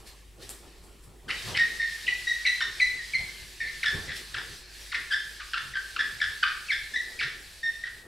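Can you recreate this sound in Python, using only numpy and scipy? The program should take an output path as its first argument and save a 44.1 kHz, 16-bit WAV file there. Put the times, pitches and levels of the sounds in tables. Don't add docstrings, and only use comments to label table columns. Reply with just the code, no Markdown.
import sys
import numpy as np
from scipy import signal
from scipy.fft import rfft, irfft, next_fast_len
from scipy.io import wavfile
from scipy.ndimage import uniform_filter1d

SR = 44100
rng = np.random.default_rng(int(sys.argv[2]) if len(sys.argv) > 2 else 0)


def materialize(psi):
    bounded = np.clip(np.atleast_2d(psi).T, -1, 1)
    quanta = np.round(bounded * 32767).astype(np.int16)
    wavfile.write(sys.argv[1], SR, quanta)


def linear_from_db(decibels):
    return 10 ** (np.asarray(decibels, float) / 20)


N = 355874


def evened(x):
    return x / np.sqrt(np.mean(x ** 2) + 1e-20)


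def smooth_twice(x, first, second):
    return evened(uniform_filter1d(uniform_filter1d(x, first), second))


def read(points, hz):
    f, value = np.transpose(points)
    return np.interp(np.log(hz + 1), np.log(f + 1), value)


def follow(rows, column):
    return np.interp(np.arange(N) / SR, [r[0] for r in rows], [r[column] for r in rows])


def add(mix, s, sound):
    part = mix[round(s * SR):][:len(sound)]
    part += sound[:len(part)]


def shape(x, gain):
    size = next_fast_len(N)
    return irfft(rfft(x, size) * gain(np.fft.rfftfreq(size, 1 / SR)), size)[..., :N]


def swells(s, db, rise_db_s, fall_db_s, idle_db):
    t = np.arange(0, N, 64) / SR
    late = t[:, None] - s
    peaks = linear_from_db(db - np.maximum(-late * rise_db_s, late * fall_db_s))
    gain = np.sqrt((peaks ** 2).sum(1) + linear_from_db(idle_db) ** 2)
    return np.interp(np.arange(N) / SR, t, gain)


# f/Hz, likeness [0 to 1]
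LIKENESS = [(40, .8), (125, .75), (300, .86), (700, .75), (2400, .8), (7000, .86), (10000, .74),
            (14000, .25)]


def noise(spectrum, patchy_db):
    frames, hz = N // 256 + 5, np.fft.rfftfreq(1024, 1 / SR)
    a, b, c, d, patches = rng.standard_normal((frames, 513, 5)).T
    patches = evened(uniform_filter1d(uniform_filter1d(patches, 10, 0), 10, 1))
    same = read(LIKENESS, hz)[:, None]
    left = a + 1j * b
    right = same * left + np.sqrt(1 - same ** 2) * (c + 1j * d)
    z = np.array([left, right]) * linear_from_db(read(spectrum, hz)[:, None] + patchy_db * patches)
    return evened(signal.istft(z, nperseg=1024, noverlap=768)[1][:, :N])


# f/Hz, level/dB [per Hz]
QUIET_ROOM = [(12, -32), (20, 10.5), (59, 1.5), (119, -29), (275, -21), (354, -17), (601, -17.5),
              (1310, -27.5), (1830, -16.5), (4730, -23.5), (6430, -24), (10000, -29), (15700, -33)]


def quiet_room():
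    return linear_from_db(-57.5) * noise(QUIET_ROOM, 1.8)


# f/Hz, level/dB [rms]
STEADY_TONES = [
    (50.5, -53),
    (74, -89),
    (113, -88),
    (360, -70),
]
# t/s, level/dB
HUM_DRIFT = [
    (0, -2.5),
    (2.5, -1.5),
    (5.2, -2),
    (8.07, -8),
]


def hum():
    t = np.arange(N) / SR
    wavers = smooth_twice(rng.standard_normal((len(STEADY_TONES), N)), 1200, 1200)
    total = np.zeros(N)
    for (hz, db), waver in zip(STEADY_TONES, wavers):
        total += np.sqrt(2) * linear_from_db(db + waver) * np.sin(2 * np.pi * hz * t + 0.17 * waver)
    return linear_from_db(follow(HUM_DRIFT, 1)) * total


# f/Hz, time to fall 60 dB [s]
ROOM_DECAY = [(250, 0.41), (1000, 0.64), (2000, 0.59), (5000, 0.49), (10000, 0.45)]


def room(x):
    hz, t, z = signal.stft(rng.standard_normal((3, SR)), SR, nperseg=256)
    tail = signal.istft(z * linear_from_db(-60 * t / read(ROOM_DECAY, hz)[:, None]), SR, nperseg=256)[1]
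    onset = np.clip(np.arange(tail.shape[1]) / SR / 0.0056 - .5, 0, 1)
    tail = (tail[0] + 0.51 * tail[1:]) * onset
    return signal.fftconvolve(x[None], tail / np.linalg.norm(tail[0]), axes=1)[:, :N]


# f/Hz, level/dB [per Hz]
LEGS = [(32, -47), (55, 18), (70, 1.5), (124, 4), (172, -2), (194, -3), (260, -29.5), (340, -49),
        (570, -120)]
# f/Hz, level/dB [per Hz]
PANEL = [(120, -58), (200, -6), (323, -8), (362, 0), (491, -7.5), (635, -13.5), (754, -10.5), (981, -13.5),
         (1100, -12), (1430, -15), (2420, -120)]
# t/s, leg thud level/dB, panel knock level/dB
BUMPS = [(0, -60, -55.5), (.4, -53, -52), (.52, -72, -57), (.65, -65, -54.5), (.85, -59, -54.5),
         (1.08, -55, -56.5), (1.291, -51, -47.5), (1.49, -36.5, -40), (1.56, -44.5, -56.5),
         (2.09, -60, -54), (2.67, -62, -53.5), (2.94, -60, -57.5), (3.211, -48.5, -53), (3.42, -51.5, -62),
         (3.66, -54, -57), (3.77, -54, -67), (3.952, -37, -44.5), (4.101, -50, -54), (4.36, -48, -47.5),
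         (4.5, -58, -69), (5.01, -59, -61), (5.66, -52.5, -64), (6.0, -64, -51), (6.14, -54.5, -71),
         (6.28, -55, -59), (6.6, -60, -69), (6.95, -78, -56.5), (7.099, -71, -61), (7.21, -59, -55),
         (7.26, -47.5, -59.5), (8.07, -55, -52.5)]


def easel():
    s, legs_db, panel_db = np.transpose(BUMPS)
    rise_db_s, legs_fall_db_s, panel_fall_db_s = 270, 115, 65.5
    legs = swells(s, legs_db, rise_db_s, legs_fall_db_s, -64.5) * noise(LEGS, 2.2)
    panel = swells(s, panel_db, rise_db_s, panel_fall_db_s, -66.5) * noise(PANEL, 2.86)
    return legs + panel


# t/s, peak level/dB, f/Hz
CLICKS = [
    (.4931, -18.5, 8000),
    (.5048, -30, 10000),
    (.7841, -43, 8500),
    (.8405, -44, 7500),
    (.9298, -44, 8600),
]


def pen_cap():
    cap = np.zeros(N)
    t = np.arange(300) / SR
    for s, db, hz in CLICKS:
        add(cap, s, -linear_from_db(db - 60 * t / 0.0011) * np.sin(2 * np.pi * hz * t + .8))
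    return cap


# t/s, dip level/dB, half-width [s]
HALTS = [(1.85, 4, 0.047), (2.41, 2.5, 0.061), (2.69, 4, 0.065), (2.99, 3, 0.058), (3.63, -3, 0.02),
         (4.11, 5, 0.018), (4.35, -1, 0.039), (4.67, 11, 0.067), (4.93, 4, 0.0091), (5.21, 2, .04),
         (5.41, 4, 0.023), (5.56, 2, .015), (5.75, 7, 0.02), (5.98, 3, .015), (6.2, 2, 0.035),
         (6.47, 2, 0.018), (7.33, 3, 0.049), (7.62, 1, 0.033), (7.86, 2, 0.025)]


def pauses(share, lead_s):
    t, (s, dip_db, width) = np.arange(0, N, 64) / SR, np.transpose(HALTS)
    dips_db = (dip_db * np.exp(-((t[:, None] + lead_s - s) / width) ** 2)).sum(1)
    return linear_from_db(-share * np.interp(np.arange(N) / SR, t, dips_db))


def sheen(hiss):
    t = np.arange(0, N, 64) / SR
    s = np.array([row[0] for row in SQUEALS + HOARSE_SQUEALS + SQUEAKS + RASPS])
    lag_s, width_s = .018, 0.036
    slow = np.exp(-((t[:, None] - s - lag_s) / width_s) ** 2).max(1)
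    slow = np.interp(np.arange(N) / SR, t, slow)
    top = shape(hiss, lambda hz: 1 / (1 + (10400 / (hz + 1)) ** 10))
    return hiss + (linear_from_db(1.5 - 6.5 * slow) - 1) * top


# f/Hz, level/dB [per Hz]
HISS = [(3530, -5.5), (6000, -2.5), (6450, -25), (7340, 3.5), (10000, 1), (12600, -3.5), (15700, -14.5)]
# f/Hz, level/dB [per Hz]
SCRAPE = [(620, -61), (1050, -16), (1410, -12), (1720, 2.5), (2000, -4), (2620, -2.5), (2920, -3),
          (4280, 1), (7000, -9), (9100, -23), (15400, -120)]
# t/s, effort level/dB
EFFORT = [(1.26, -39), (1.29, -0.5), (1.44, 3.5), (1.5, 5.5), (1.56, 1), (2.5, 2.5), (3.36, -0.5),
          (3.62, -3.5), (3.9, 2.5), (4.25, -2), (4.6, -0.5), (5.3, -1.5), (5.7, -2), (6.3, 0), (7.2, -2),
          (7.5, -3.5), (7.99, -5.5), (8.07, -15)]
# t/s, length/s, hiss level/dB, scrape level/dB
BRUSHES = [(0, 0.041, -59, -57), (0.075, 0.054, -52, -47.5), (0.177, 0.069, -66, -57),
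           (0.429, 0.069, -52, -46.5), (0.502, 0.025, -40, -59), (0.538, 0.11, -54.5, -55),
           (.68, 0.23, -72, -58.5), (0.845, .08, -60.5, -71), (1.04, 0.04, -56.5, -68),
           (4.165, 0.056, -45, -39), (5.12, .04, -49, -55)]


def slide():
    effort_db = follow(EFFORT, 1)
    s, length, hiss_db, scrape_db = np.transpose(BRUSHES)
    fall = 9.5 / length
    rise = fall / 0.28
    hiss = linear_from_db(-52 + effort_db) * pauses(1, 0)
    scrape = linear_from_db(-45.5 + 1.42 * effort_db) * pauses(0.53, 0.005)
    hiss = np.hypot(hiss, swells(s, hiss_db, rise, fall, -67.5))
    scrape = np.hypot(scrape, swells(s, scrape_db, rise, fall, -79))
    return hiss * sheen(noise(HISS, .8)) + scrape * noise(SCRAPE, 1.8)


# f/Hz, level/dB
BOARD = [(600, -13), (1000, -8.5), (1400, 2), (2500, 6), (5500, 9.5), (6500, -6.5), (9500, 7), (14000, -17)]


def radiate(x):
    return shape(x, lambda hz: linear_from_db(read(BOARD, hz)))


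def stick_slip(rows):
    s, *columns = np.transpose(rows)
    t = np.arange(s[0], s[-1], 1 / SR)
    level_db, hz, over_db, rough = (np.interp(t, s, c) for c in columns)
    level_db = uniform_filter1d(level_db, 200, mode="nearest")
    rough = np.clip(rough, 0, 1)
    chance = rng.standard_normal((3, 6000))[:, :len(t)]
    wobble = evened(uniform_filter1d(chance[0], 30))
    jerks = smooth_twice(chance[1], 70, 40)
    throb = smooth_twice(chance[2], 220, 150)
    grip = linear_from_db(6.5 * rough * jerks + 2.6 * throb)
    slip_hz = hz * (1 + 0.412 * rough ** 2 * wobble + .012 * throb)
    turns = 2 * np.pi * np.cumsum(slip_hz) / SR
    overtones = sum(linear_from_db(-8.5 * k) * np.cos((k + 2) * turns) for k in range(5))
    over_db = over_db - .04 * np.maximum(hz - 2000, 0)
    tone = np.sqrt(2) * (np.cos(turns) + linear_from_db(over_db) * overtones)
    fade = np.minimum(np.minimum(t - s[0], .5 * (s[-1] - t)) / 0.0041, 1)
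    return s[0], linear_from_db(level_db - 4.5) * grip * tone * fade


# t/s, length/s, start f/Hz, end f/Hz, level/dB
CATCHES = [(1.28, 0.026, 1816, 940, -38), (1.299, 0.024, 2570, 2920, -37.5),
           (1.542, 0.022, 3040, 2840, -34), (1.591, 0.015, 2375, 1480, -25), (1.81, 0.046, 2103, 2063, -41),
           (2.065, 0.035, 2750, 2900, -38.5), (2.073, 0.025, 2404, 2434, -36),
           (5.534, 0.0084, 1674, 1380, -21.5), (6.2, 0.0168, 2344, 1770, -32.5),
           (2.453, 0.037, 2800, 2550, -35.5), (2.604, 0.017, 1906, 800, -26.5),
           (3.603, 0.095, 2200, 2005, -42), (3.829, 0.022, 2580, 1000, -25), (4.341, 0.017, 1983, 990, -34),
           (4.917, 0.022, 2303, 760, -30.5), (5.413, 0.015, 1310, 1140, -38),
           (5.539, 0.013, 1550, 1144, -22), (5.962, 0.011, 1706, 960, -23.5),
           (6.434, 0.012, 1420, 983, -17.5), (6.683, 0.015, 2620, 2440, -44),
           (6.93, 0.054, 1660, 1800, -54), (7.201, 0.024, 2033, 922, -31.5),
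           (7.205, 0.011, 2710, 2870, -29.5)]


def catches(pad):
    over_db, rough = -8.5, 0.413
    for s, length, from_hz, to_hz, db in CATCHES:
        end = s + max(length, .005)
        add(pad, *stick_slip([(s, db, from_hz, over_db, rough), (end, db, to_hz, over_db, rough)]))


def squeal(s, length, db, hz, over_db, rough):
    high, low = hz * (1 + 0.016), hz * (1 - 0.016)
    end_db = db - 6 * length / 0.057
    return stick_slip([(s, db, high, over_db, rough),
                       (s + 0.0057, db, high, over_db, rough),
                       (s + length, end_db, low, over_db, rough)])


# t/s, length/s, level/dB, slip rate f/Hz, overtone level/dB
HOARSE_SQUEALS = [
    (3.855, 0.041, -26, 1704, -9.5),
    (5.989, 0.033, -26.5, 1700, -13),
    (6.426, 0.015, -22, 1464, -13),
    (7.189, 0.022, -28.5, 2288, -1.5),
    (5.753, 0.029, -27, 1580, -16.5),
    (6.214, 0.042, -26.5, 1692, -13),
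]


def hoarse_squeals(pad):
    for row in HOARSE_SQUEALS:
        add(pad, *squeal(*row, rough=0.41))


# t/s, length/s, level/dB, slip rate f/Hz, overtone level/dB
SQUEALS = [(1.585, 0.055, -21.5, 1850, -17.5), (1.797, 0.11, -26, 1811, -21.5),
           (2.078, 0.021, -24, 1929, -20), (2.269, 0.067, -24.5, 1887, -13.5), (2.47, 0.039, -25, 1953, -8),
           (2.812, .027, -18, 1994, -11), (2.987, 0.031, -36.5, 1870, -31), (3.148, 0.021, -25, 2052, -9),
           (3.602, 0.057, -30.5, 1791, -20), (6.936, 0.0304, -29, 1760, -14.5),
           (6.958, 0.029, -27.5, 1894, -13.5), (7.63, 0.079, -25.5, 1830, -16.5),
           (7.837, 0.0091, -23.5, 1837, -27)]


def steady_squeals(pad):
    for row in SQUEALS:
        add(pad, *squeal(*row, rough=0.092))


def turn(s, length, db, from_hz, turn_hz, rough):
    end_hz = turn_hz + 0.14 * (from_hz - turn_hz)
    return stick_slip([(s, db - 2.5, from_hz, -19.5, rough),
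                       (s + .65 * length, db, turn_hz, -8.5, rough),
                       (s + length, db + 1.5, end_hz, -6.5, rough)])


# t/s, length/s, level/dB, start f/Hz, turn f/Hz
RASPS = [
    (1.29, 0.0313, -31.5, 2025, 2077),
    (1.545, .04, -31, 2048, 1998),
    (4.077, 0.057, -39, 2030, 1717),
    (4.347, 0.054, -38.5, 1670, 1678),
    (4.942, 0.024, -31, 1968, 1728),
    (5.396, 0.024, -37.5, 1967, 1310),
    (5.551, 0.043, -35, 1395, 1661),
    (6.461, 0.0317, -33.5, 1503, 1747),
    (7.212, 0.036, -32, 1900, 1784),
    (7.834, 0.051, -44.5, 1803, 1729),
]


def rasps(pad):
    for row in RASPS:
        add(pad, *turn(*row, rough=0.58))


# t/s, length/s, level/dB, start f/Hz, turn f/Hz
SQUEAKS = [
    (2.449, 0.029, -21.5, 2344, 1952),
    (2.602, 0.032, -28, 1900, 1794),
    (2.798, .018, -23.5, 2513, 2016),
    (3.134, 0.02, -24.5, 2362, 2114),
    (5.104, 0.031, -26.5, 1801, 1550),
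    (5.126, 0.024, -26.5, 1520, 1766),
    (5.734, .028, -39, 2050, 1510),
    (6.691, 0.05, -27.5, 2583, 1680),
]


def squeaks(pad):
    for row in SQUEAKS:
        add(pad, *turn(*row, rough=0.32))


def scene():
    rub = slide()
    rock = easel()
    still = quiet_room() + hum()
    pad = np.zeros(N)
    for voice in (steady_squeals, hoarse_squeals, squeaks, rasps, catches):
        voice(pad)
    near = radiate(pad) + pen_cap()
    direct = near * linear_from_db([[.5], [-.5]])
    return direct + linear_from_db(-2.0) * room(near) + rub + rock + still


def band_limit(x):
    return signal.sosfilt(signal.butter(12, 16540, fs=SR, output="sos"), x)


def record(dry):
    mix = shape(dry, lambda hz: hz < 15780)
    return band_limit(mix)


dry = scene()
out = record(dry)
materialize(out)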